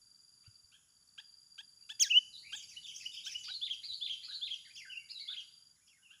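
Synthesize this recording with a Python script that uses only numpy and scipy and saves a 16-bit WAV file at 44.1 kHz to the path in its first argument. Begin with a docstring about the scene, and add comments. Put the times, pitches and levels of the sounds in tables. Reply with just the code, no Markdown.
"""Bulbuls at a forest edge. Two crickets trill by wing strokes over insect hiss, faint rumble and soft bumps.
Short rising chucks come first; at 2 s one close bird gives a loud whip and whistle. Repeated phrases
follow: bubbling chatter from 2.5 s, an arched song from 3.4 s, a slow drawl from 4.6 s, while other birds
answer. Each note is a gliding syrinx tone shaped by the throat; trunks and leaves scatter it, the far
ones most. The crickets stop before the last faint drawl."""
import sys
import numpy as np
from scipy import signal
from scipy.fft import rfft, irfft, next_fast_len
from scipy.io import wavfile
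from scipy.ndimage import uniform_filter1d

SR = 44100
rng = np.random.default_rng(int(sys.argv[2]) if len(sys.argv) > 2 else 0)


def wav_record(signal):
    """Record a signal, one row per channel, as 16-bit PCM in the file named by sys.argv[1]."""
    frames = np.transpose(np.atleast_2d(signal))
    bounded = np.clip(frames, -1, 1)
    # unit amplitude maps onto the largest positive 16-bit level
    quanta = np.round(bounded * 32767).astype(np.int16)
    wavfile.write(sys.argv[1], SR, quanta)


N = 273420
TIME_S = np.arange(N) / SR


def bulbuls():
    """All birds, coloured by the microphone."""
    # freq_hz, gain_db
    microphone = [(800, 2.5), (1100, -10.5), (1600, 1), (2200, -3), (3000, -0.5), (5000, 2), (5800, 2),
                  (7000, 3), (9000, 2.5), (11300, 0), (12500, -20), (13600, 2), (14800, 7), (15600, 6)]
    birds = loud_call() + phrases() + flock() + chucks()
    size = next_fast_len(N + SR)
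    colour = gain_of(at_freq(microphone, np.fft.rfftfreq(size, 1 / SR)))
    return irfft(rfft(birds, size) * colour, size)[:N]


def loud_call(attack_s=.008):
    """Closest bird: a strained falling whip, then a swelling, nearly pure whistle."""
    # time_s, pitch_hz, fundamental_db, octave_db
    whip_curve = [(1.992, 1637, -51, -53), (1.996, 2416, -46, -41), (2.0, 3197, -40, -34),
                  (2.012, 3400, -32, -29), (2.026, 2870, -35, -22), (2.044, 1991, -45, -39),
                  (2.062, 1672, -50.5, -46), (2.072, 1590, -49, -48), (2.082, 1756, -54, -48)]
    # time_s, pitch_hz, level_db
    whistle_curve = [(2.092, 2050, -59), (2.102, 2656, -38.5), (2.11, 2950, -29.5), (2.116, 3000, -26),
                     (2.13, 2540, -30.5), (2.144, 2788, -27.5), (2.178, 3015, -17.5), (2.188, 3030, -25),
                     (2.195, 2900, -41)]
    out = np.zeros(N)
    whip = syrinx(*gesture(whip_curve), jitter=.004, strain_jitter=.012, shimmer_db=.9,
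                  third_db=-24, hiss_db=-22)
    whip *= np.clip(np.arange(len(whip)) / SR / attack_s, 0, 1)
    add(out, whip_curve[0][0], among_trees(whip, echo_db=-16))
    hz, db = gesture(whistle_curve)
    whistle = syrinx(hz, db, octave_db=db - 37, jitter=.0036, shimmer_db=.4)
    add(out, whistle_curve[0][0], gain_of(1) * among_trees(whistle, echo_db=-26))
    return out


def phrases():
    """Each phrase returns with the same notes, a little slower every time."""
    # phrase: offset_s, note, level_db, pitch_ratio, echo_db
    phrase_notes = { "chatter": [(0, "warble", -47, 1.0, 1), (.124, "chip", -62, 1.3, 2),
                    (.168, "bubble", -38, 1.01, -5.5)], "song": [(-.003, "burr", -56, 1.45, 3.5),
                    (0, "rasp", -47.5, 1.0, 1), (.047, "high", -43, 1.01, 0),
                    (.173, "dip", -37.5, 1.005, -3)], "drawl": [(-.112, "bubble", -42, .82, -4),
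                    (-.003, "chip", -57, .9, -6), (0, "drawl", -52.5, 0.99, -4), (.137, "pip", -52, .99, 0),
                    (.157, "lilt", -36.5, 0.98, -8)], }
    # start_s, phrase, gain_db, length_ratio
    singing = [ (2.543, "chatter", -6, 0.98), (2.825, "chatter", -0.5, 1.018),
               (3.112, "chatter", -0.5, 1.036), (3.438, "song", -1, .98), (3.828, "song", 0, 1.01),
               (4.227, "song", -1, 1.04), (4.754, "drawl", 1.5, 1.0), (5.087, "song", -4.5, 1.051),
               (5.871, "drawl", -17, 1.085), ]
    out = np.zeros(N)
    for start_s, phrase, phrase_db, stretch in singing:
        for offset_s, name, db, pitch_ratio, echo_db in phrase_notes[phrase]:
            sound = among_trees(note(name, pitch_ratio, stretch), echo_db)
            add(out, start_s + offset_s * stretch, gain_of(phrase_db + db) * sound)
    return out


def note(name, pitch_ratio, stretch, release_s=.0088, beak_hz=5485, beak_width_oct=.17):
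    """A glide that swells at the throat resonance; the open beak favours its octave."""
    # note: time_s, pitch_hz
    glides = { "warble": [(0, 2972), (.011, 3745), (.029, 3480), (.043, 2540), (.064, 3350), (.093, 2250),
              (.104, 2170)], "bubble": [(0, 1977), (.015, 2630), (.040, 1773), (.064, 2873), (.073, 2950),
              (.084, 2837)], "chip": [(0, 3150), (.013, 2696), (.021, 2440)], "pip": [(0, 2753),
              (.012, 3013), (.042, 2774)], "rise": [(0, 2974), (.025, 3445), (.046, 4080)],
              "rasp": [(0, 3400), (.010, 4400), (.038, 4800)], "high": [(0, 4550), (.018, 3900),
              (.040, 3888), (.049, 2765), (.060, 4450), (.072, 4400), (.090, 3788)], "dip": [(0, 2540),
              (.012, 3340), (.036, 3650), (.052, 4220), (.075, 2078), (.085, 2094), (.096, 3100),
              (.106, 3330), (.129, 2966), (.141, 2310)], "drawl": [(0, 2400), (.014, 3510), (.026, 2868),
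              (.043, 2815), (.063, 2147), (.088, 2170), (.108, 1480), (.125, 1610), (.158, 1516)],
              "lilt": [(0, 1700), (.013, 2834), (.022, 2833), (.040, 2480), (.064, 2860), (.078, 2830)], }
    # note: throat_hz, half_width_oct, octave_start_db, octave_end_db, attack_s, jitter_ratio
    voicing = { "warble": (3250, .11, -9, -24, .016, .014), "bubble": (2989, .07, -14, -22, .009, .012),
               "chip": (2900, 0.17, 9.8, 9.1, .009, .01), "pip": (3003, 0.18, -32, -25, .009, .008),
               "rise": (3708, 0.8, -20, -20, .02, .035), "rasp": (4500, .25, -22, -26, .008, .055),
               "high": (4149, .12, -25, -22, .02, .018), "dip": (3388, .15, -42, -17, .02, .014),
               "drawl": (2899, .5, 1, -26, .014, .016), "lilt": (2873, 0.04, -33, -35.5, .018, .006), }
    if name == "burr":  # a high, rough chuck
        return chuck(pitch_ratio, .87 * stretch, tilt_db_per_oct=5.5, jitter=.06)
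    hz = pitch_ratio * gesture(glides[name], stretch)[0]
    throat_hz, width_oct, start_db, end_db, attack_s, jitter = voicing[name]
    fundamental_db = resonance_db(hz, throat_hz, width_oct)
    octave_db = np.linspace(start_db, end_db, len(hz)) + resonance_db(2 * hz, beak_hz, beak_width_oct)
    t = np.arange(len(hz)) / SR
    envelope = np.clip(np.minimum(t / attack_s, (t[-1] - t) / release_s), 0, 1)
    return envelope * syrinx(hz, fundamental_db, octave_db, jitter, shimmer_db=2.2)


def syrinx(hz, fundamental_db, octave_db, jitter, shimmer_db,
           strain_jitter=.041, third_db=-26, hiss_db=-24):
    """Gliding whistle; strain stresses the octave, shakes the pitch, adds overtones, rasp and hiss."""
    # freq_hz, density_db
    hiss_spectrum = [(700, -46.5), (1600, -13.5), (3500, -12), (5500, -9), (6800, -2.5), (8500, -8.5),
                     (12000, -13), (15000, -12)]
    size = len(hz)
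    fundamental, octave = gain_of(fundamental_db), gain_of(octave_db)
    strain = octave / (fundamental + octave)
    shake = jitter * drift(size, 280) + strain_jitter * strain * drift(size, 460)
    phase = 2 * np.pi * np.cumsum(hz * (1 + shake)) / SR
    tone = fundamental * np.sin(phase) + octave * np.sin(2 * phase)
    third = octave * gain_of(third_db) + fundamental * gain_of(-56)
    for k in range(3, 7):
        tone += third * gain_of(-2 * (k - 3)) * np.sin(k * phase) * (k * hz < SR / 2)
    tone += octave * gain_of(-28) * drift(size, 2200) * np.sin(2 * phase)  # rasp
    tone += octave * gain_of(hiss_db) * noise(hiss_spectrum, size)
    shimmer = gain_of(shimmer_db * drift(size, 140))
    return np.sqrt(2) * tone * shimmer * signal.windows.tukey(size, .05)


def resonance_db(hz, centre_hz, width_oct):
    """A tone weakens as it glides away from a resonance."""
    return -13.5 * np.log10(1 + (np.log2(hz / centre_hz) / width_oct) ** 2)


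def chucks():
    """Single chucks from near and far perches."""
    # start_s, level_db, pitch_ratio, length_ratio, tilt_db_per_oct, echo_db
    calls = [ (0.428, -75, .83, 1.47, -5, 5), (0.711, -69, .96, 1.5, 3, 8),
             (1.176, -46.5, 1.0, 0.97, 1.5, -15), (1.577, -46.5, 0.99, 1.23, 2.5, -18.5),
             (1.889, -42.5, 1.016, 1.24, 4.5, -16), (2.52, -40, 0.98, 1.25, 3, -23),
             (3.258, -40.5, 0.96, 0.99, 6.5, -9), (3.477, -47, .88, 1.1, -4, -17),
             (4.272, -70, 0.93, 1.55, -12.5, 7), (5.285, -66.5, 0.92, 1.57, -11.5, 1),
             (6.098, -71.5, .94, 1.43, -2, 11.5), ]
    out = np.zeros(N)
    for start_s, db, pitch_ratio, stretch, tilt, echo_db in calls:
        add(out, start_s, gain_of(db) * among_trees(chuck(pitch_ratio, stretch, tilt), echo_db))
    return out


def chuck(pitch_ratio, stretch, tilt_db_per_oct, jitter=.03):
    """Rising buzz through the throat; late on, strong and weak pulses alternate, adding half harmonics."""
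    # time_s, pitch_hz, level_db, half_harmonic_ratio
    curve = [(0, 1078, -7.5, 0), (.006, 1422, -3.5, 0.2), (.011, 1617, 1.5, 0.16), (.020, 1703, -2, 0),
             (.026, 1780, -2, .7), (.034, 1875, -16, .9)]
    # freq_hz, gain_db
    throat = [(650, -26), (850, -12.5), (1100, -6), (1700, -10), (2500, -3.5), (3300, 0.5), (4100, -16.5),
              (5000, -23.5), (6600, -23.5), (8300, -33.5), (11000, -45.5), (15000, -49)]
    hz, db, half_ratio = gesture(curve, stretch)
    hz = hz * pitch_ratio
    phase = 2 * np.pi * np.cumsum(hz * (1 + jitter * drift(len(hz), 730))) / SR
    tone = np.zeros(len(hz))
    for k in range(1, 19):
        partial_hz = k * hz / 2
        tilt_db = tilt_db_per_oct * np.log2(np.maximum(partial_hz, 1400) / 3200)
        colour = gain_of(at_freq(throat, partial_hz) + tilt_db)
        tone += colour * np.sin(k * phase / 2) * (half_ratio if k % 2 else 1)
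    return np.sqrt(2) * tone * gain_of(db) * signal.windows.tukey(len(hz), .25)


def flock(chips_start_s=2.56, chips_end_s=3.46, chips_per_s=20):
    """Other birds answer with single notes and chip at random during the chatter."""
    # start_s, note, level_db, pitch_ratio, length_ratio, echo_db
    answers = [ (1.783, "bubble", -64, 0.96, 0.77, -3), (2.317, "high", -55, 1.02, 1.0, 3),
               (2.424, "rise", -58, 0.69, 1.86, 6), (2.547, "chip", -57, 1.25, 1.14, 8),
               (2.956, "chip", -47, 1.09, .9, -6), (3.216, "rise", -53, 1.07, 1.0, 2),
               (3.43, "warble", -54, 1.01, .85, 0), (4.986, "pip", -53, .77, 1.3, 0),
               (5.110, "pip", -58.5, 0.93, .9, 5), (5.191, "pip", -53, 0.75, 1.9, 2), ]
    out = np.zeros(N)
    for start_s, name, db, pitch_ratio, stretch, echo_db in answers:
        add(out, start_s, gain_of(db) * among_trees(note(name, pitch_ratio, stretch), echo_db))
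    for start_s in np.arange(chips_start_s, chips_end_s, 1 / chips_per_s):
        late, loud, high = 2 * rng.random(3) - 1
        chip = among_trees(note("chip", 1 + .3 * high, stretch=1.5), echo_db=6)
        add(out, start_s + .5 * late / chips_per_s, gain_of(-67 + 5 * loud) * chip)
    return out


def among_trees(sound, echo_db, screen=.8, screen_hz=4500):
    """Direct plus scattered sound. From deeper perches echoes follow sooner and leaves screen treble."""
    size = next_fast_len(len(sound) + SR // 2 + 512, real=True)
    direct = rfft(sound, size)
    gap_s = np.clip(.0034 * gain_of(-echo_db / 2), .002, .015)
    echo = direct * rfft(forest_response(gap_s), size)
    echo *= gain_of(echo_db) * np.sqrt(np.sum(abs(direct) ** 2) / np.sum(abs(echo) ** 2))
    hz = np.fft.rfftfreq(size, 1 / SR) + 1
    treble = 1 - 1 / (1 + (hz / screen_hz) ** 10)
    leaf_loss = 1 + screen * gain_of(echo_db) * treble
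    ground = 1 / (1 + .5 * gain_of(1.4 * echo_db) * (1000 / hz) ** 12)  # litter absorbs far birds' lows
    return irfft((direct / leaf_loss + echo) * ground, size)


def forest_response(gap_s, early_decay_s=.013, tail_db=-10, spread_db=4, echoes_per_s=1200):
    """A quick cluster of uneven echoes from near trunks, then a thin long tail."""
    # freq_hz, t60_s
    ring_times = [(1000, 0.67), (3200, 0.55), (6000, 0.68), (14000, .4)]
    t = np.arange(SR // 2) / SR
    taps = rng.choice([-1, 1], len(t)) * gain_of(spread_db * rng.standard_normal(len(t)))
    taps *= rng.random(len(t)) < echoes_per_s / SR
    taps *= np.clip(t / gap_s - 1, 0, 1)
    hz, frame_s, spectra = signal.stft(taps, SR, nperseg=256)
    early = np.exp(-np.maximum(frame_s - gap_s, 0) / early_decay_s)
    tail = gain_of(tail_db - 60 * frame_s / at_freq(ring_times, hz)[:, None])
    return signal.istft(spectra * (early + tail), SR, nperseg=256)[1]


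def crickets():
    """One near cricket, one slower and farther off."""
    # start_s, end_s, level_db
    near_bouts = [(-.1, 0.725, -60), (1.14, 5.77, -57.5)]
    # start_s, end_s, level_db
    far_bouts = [(-.1, .8, -68), (.85, 5, -64)]
    near = cricket(near_bouts, pitch_hz=4763, period_s=.0437, pair_s=.012)
    far = cricket(far_bouts, pitch_hz=4680, period_s=.062, pair_s=.015)
    return near + far


def cricket(bouts, pitch_hz, period_s, pair_s, stroke_s=.015, sag=.06, spread_db=1.7, fade_s=.082):
    """The wings close twice a chirp; each stroke is a short tone that sags in pitch."""
    progress = np.linspace(0, 1, round(stroke_s * SR))
    trill = np.zeros(N)
    for start_s in np.arange(pair_s, N / SR, period_s):
        late, sharp, first, second = rng.standard_normal(4)
        cycles = np.cumsum(pitch_hz * (1 + .0061 * sharp + sag * (.5 - progress))) / SR
        stroke = np.sqrt(2) * np.sin(np.pi * progress) ** 2 * np.sin(2 * np.pi * cycles)
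        add(trill, start_s + .0016 * late, gain_of(spread_db * first - 3) * stroke)
        add(trill, start_s + .0023 * late + pair_s, gain_of(spread_db * second) * stroke)
    gate = sum(gain_of(db) * np.clip(np.minimum(TIME_S - start_s, end_s - TIME_S) / fade_s, 0, 1)
               for start_s, end_s, db in bouts)
    return among_trees(trill, echo_db=-5, screen=0)[:N] * gate


def insects(level_db=-68.5, flutter_db=.7):
    """Many small insects merge into a hiss that swells and sinks."""
    # freq_hz, density_db
    spectrum = [(3060, -51.5), (5200, -9.5), (5290, -5), (6400, -12), (6530, 0), (6940, 8), (7430, -12),
                (7540, -1.5), (7950, -9), (8750, -10), (9810, -7), (10800, 5), (11300, -5.5), (11900, -28),
                (12200, -35), (15900, -66.5), (22000, -120)]
    # time_s, gain_db
    swell = [(0, -3), (1.4, -4), (2.5, 3), (4.5, 1.5), (5.4, 0), (5.7, -4.5), (6.2, -3.5)]
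    return gain_of(level_db + flutter_db * drift(N, 30)) * gain_curve(swell) * noise(spectrum)


def bumps():
    """Dull low pushes that die within a few cycles."""
    # start_s, level_db, pitch_hz, decay_s
    pushes = [(.476, -53, 104, 0.0064), (.642, -68, 75, 0.0045), (2.54, -68, 270, .004),
              (3.35, -71, 66, 0.012), (3.49, -73, 88.5, 0.01), (3.909, -68, 78, 0.011),
              (4.12, -70, 75, 0.011)]
    out, t = np.zeros(N), np.arange(SR // 4) / SR
    for start_s, db, hz, decay_s in pushes:
        envelope = t / decay_s * np.exp(1 - t / decay_s)
        add(out, start_s, gain_of(db) * envelope * np.sin(2 * np.pi * hz * t))
    return out


def background(air_db=-78):
    """Still air and a slow swell of low rumble."""
    # freq_hz, density_db
    air_spectrum = [(20, -22), (45, -4), (80, -4), (170, -1.5), (300, -10), (600, -20.5), (1000, -10),
                    (1500, -5.5), (2200, -16.5), (3500, -6.5), (4150, -19), (5000, -2.5), (12000, -21.5),
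                    (15500, -20)]
    rumble_spectrum = [(25, -18.5), (75, -2), (160, -3), (350, -15), (900, -20.5), (2500, -68.5)]
    # time_s, level_db
    swell = [(0, -85.5), (1.6, -86.5), (2.4, -78.5), (3.4, -79.5), (4.1, -81.5), (5.0, -82.5), (6.2, -90)]
    return gain_curve(swell) * noise(rumble_spectrum) + gain_of(air_db) * noise(air_spectrum)


def gesture(rows, stretch=1):
    """Breakpoint columns as smooth per-sample curves."""
    time_s, *columns = np.transpose(rows)
    time_s = (np.sort(time_s) - time_s.min()) * stretch
    t = np.arange(0, max(time_s[-1], .01), 1 / SR)
    return [uniform_filter1d(np.interp(t, time_s, column), size=130) for column in columns]


def drift(size, rate_hz):
    """Smooth random wander, about unit RMS."""
    span = next_fast_len(size + 4096, real=True)
    lowpass = np.exp(-(np.fft.rfftfreq(span, 1 / SR) / rate_hz) ** 2)
    return unit_rms(irfft(rfft(rng.standard_normal(span)) * lowpass, span))[:size]


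def noise(spectrum, size=N):
    """Shaped noise, unit RMS."""
    colour = gain_of(at_freq(spectrum, np.fft.rfftfreq(size, 1 / SR)))
    return unit_rms(irfft(rfft(rng.standard_normal(size)) * colour, size))


def at_freq(points, hz):
    """Interpolate over log frequency."""
    points_hz, values = np.transpose(points)
    return np.interp(np.log(hz + 1), np.log(points_hz + 1), values)


def gain_curve(points):
    return gain_of(np.interp(TIME_S, *np.transpose(points)))


def gain_of(db):
    return 10 ** (np.asarray(db) / 20)


def unit_rms(x):
    return x / np.sqrt(np.mean(x ** 2) + 1e-20)


def add(mix, start_s, sound):
    part = mix[max(round(start_s * SR), 0):][:len(sound)]
    part += sound[:len(part)]


def scene():
    """Mono mix."""
    return (bulbuls() + crickets() + insects() + bumps() + background())[None]


def record(dry):
    """Steep low-pass."""
    cutoff_hz = 15550
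    lowpass = signal.firwin(511, cutoff_hz, window=("kaiser", 9), fs=SR)
    return signal.oaconvolve(dry, lowpass[None], "same")


dry = scene()
out = record(dry)
wav_record(out)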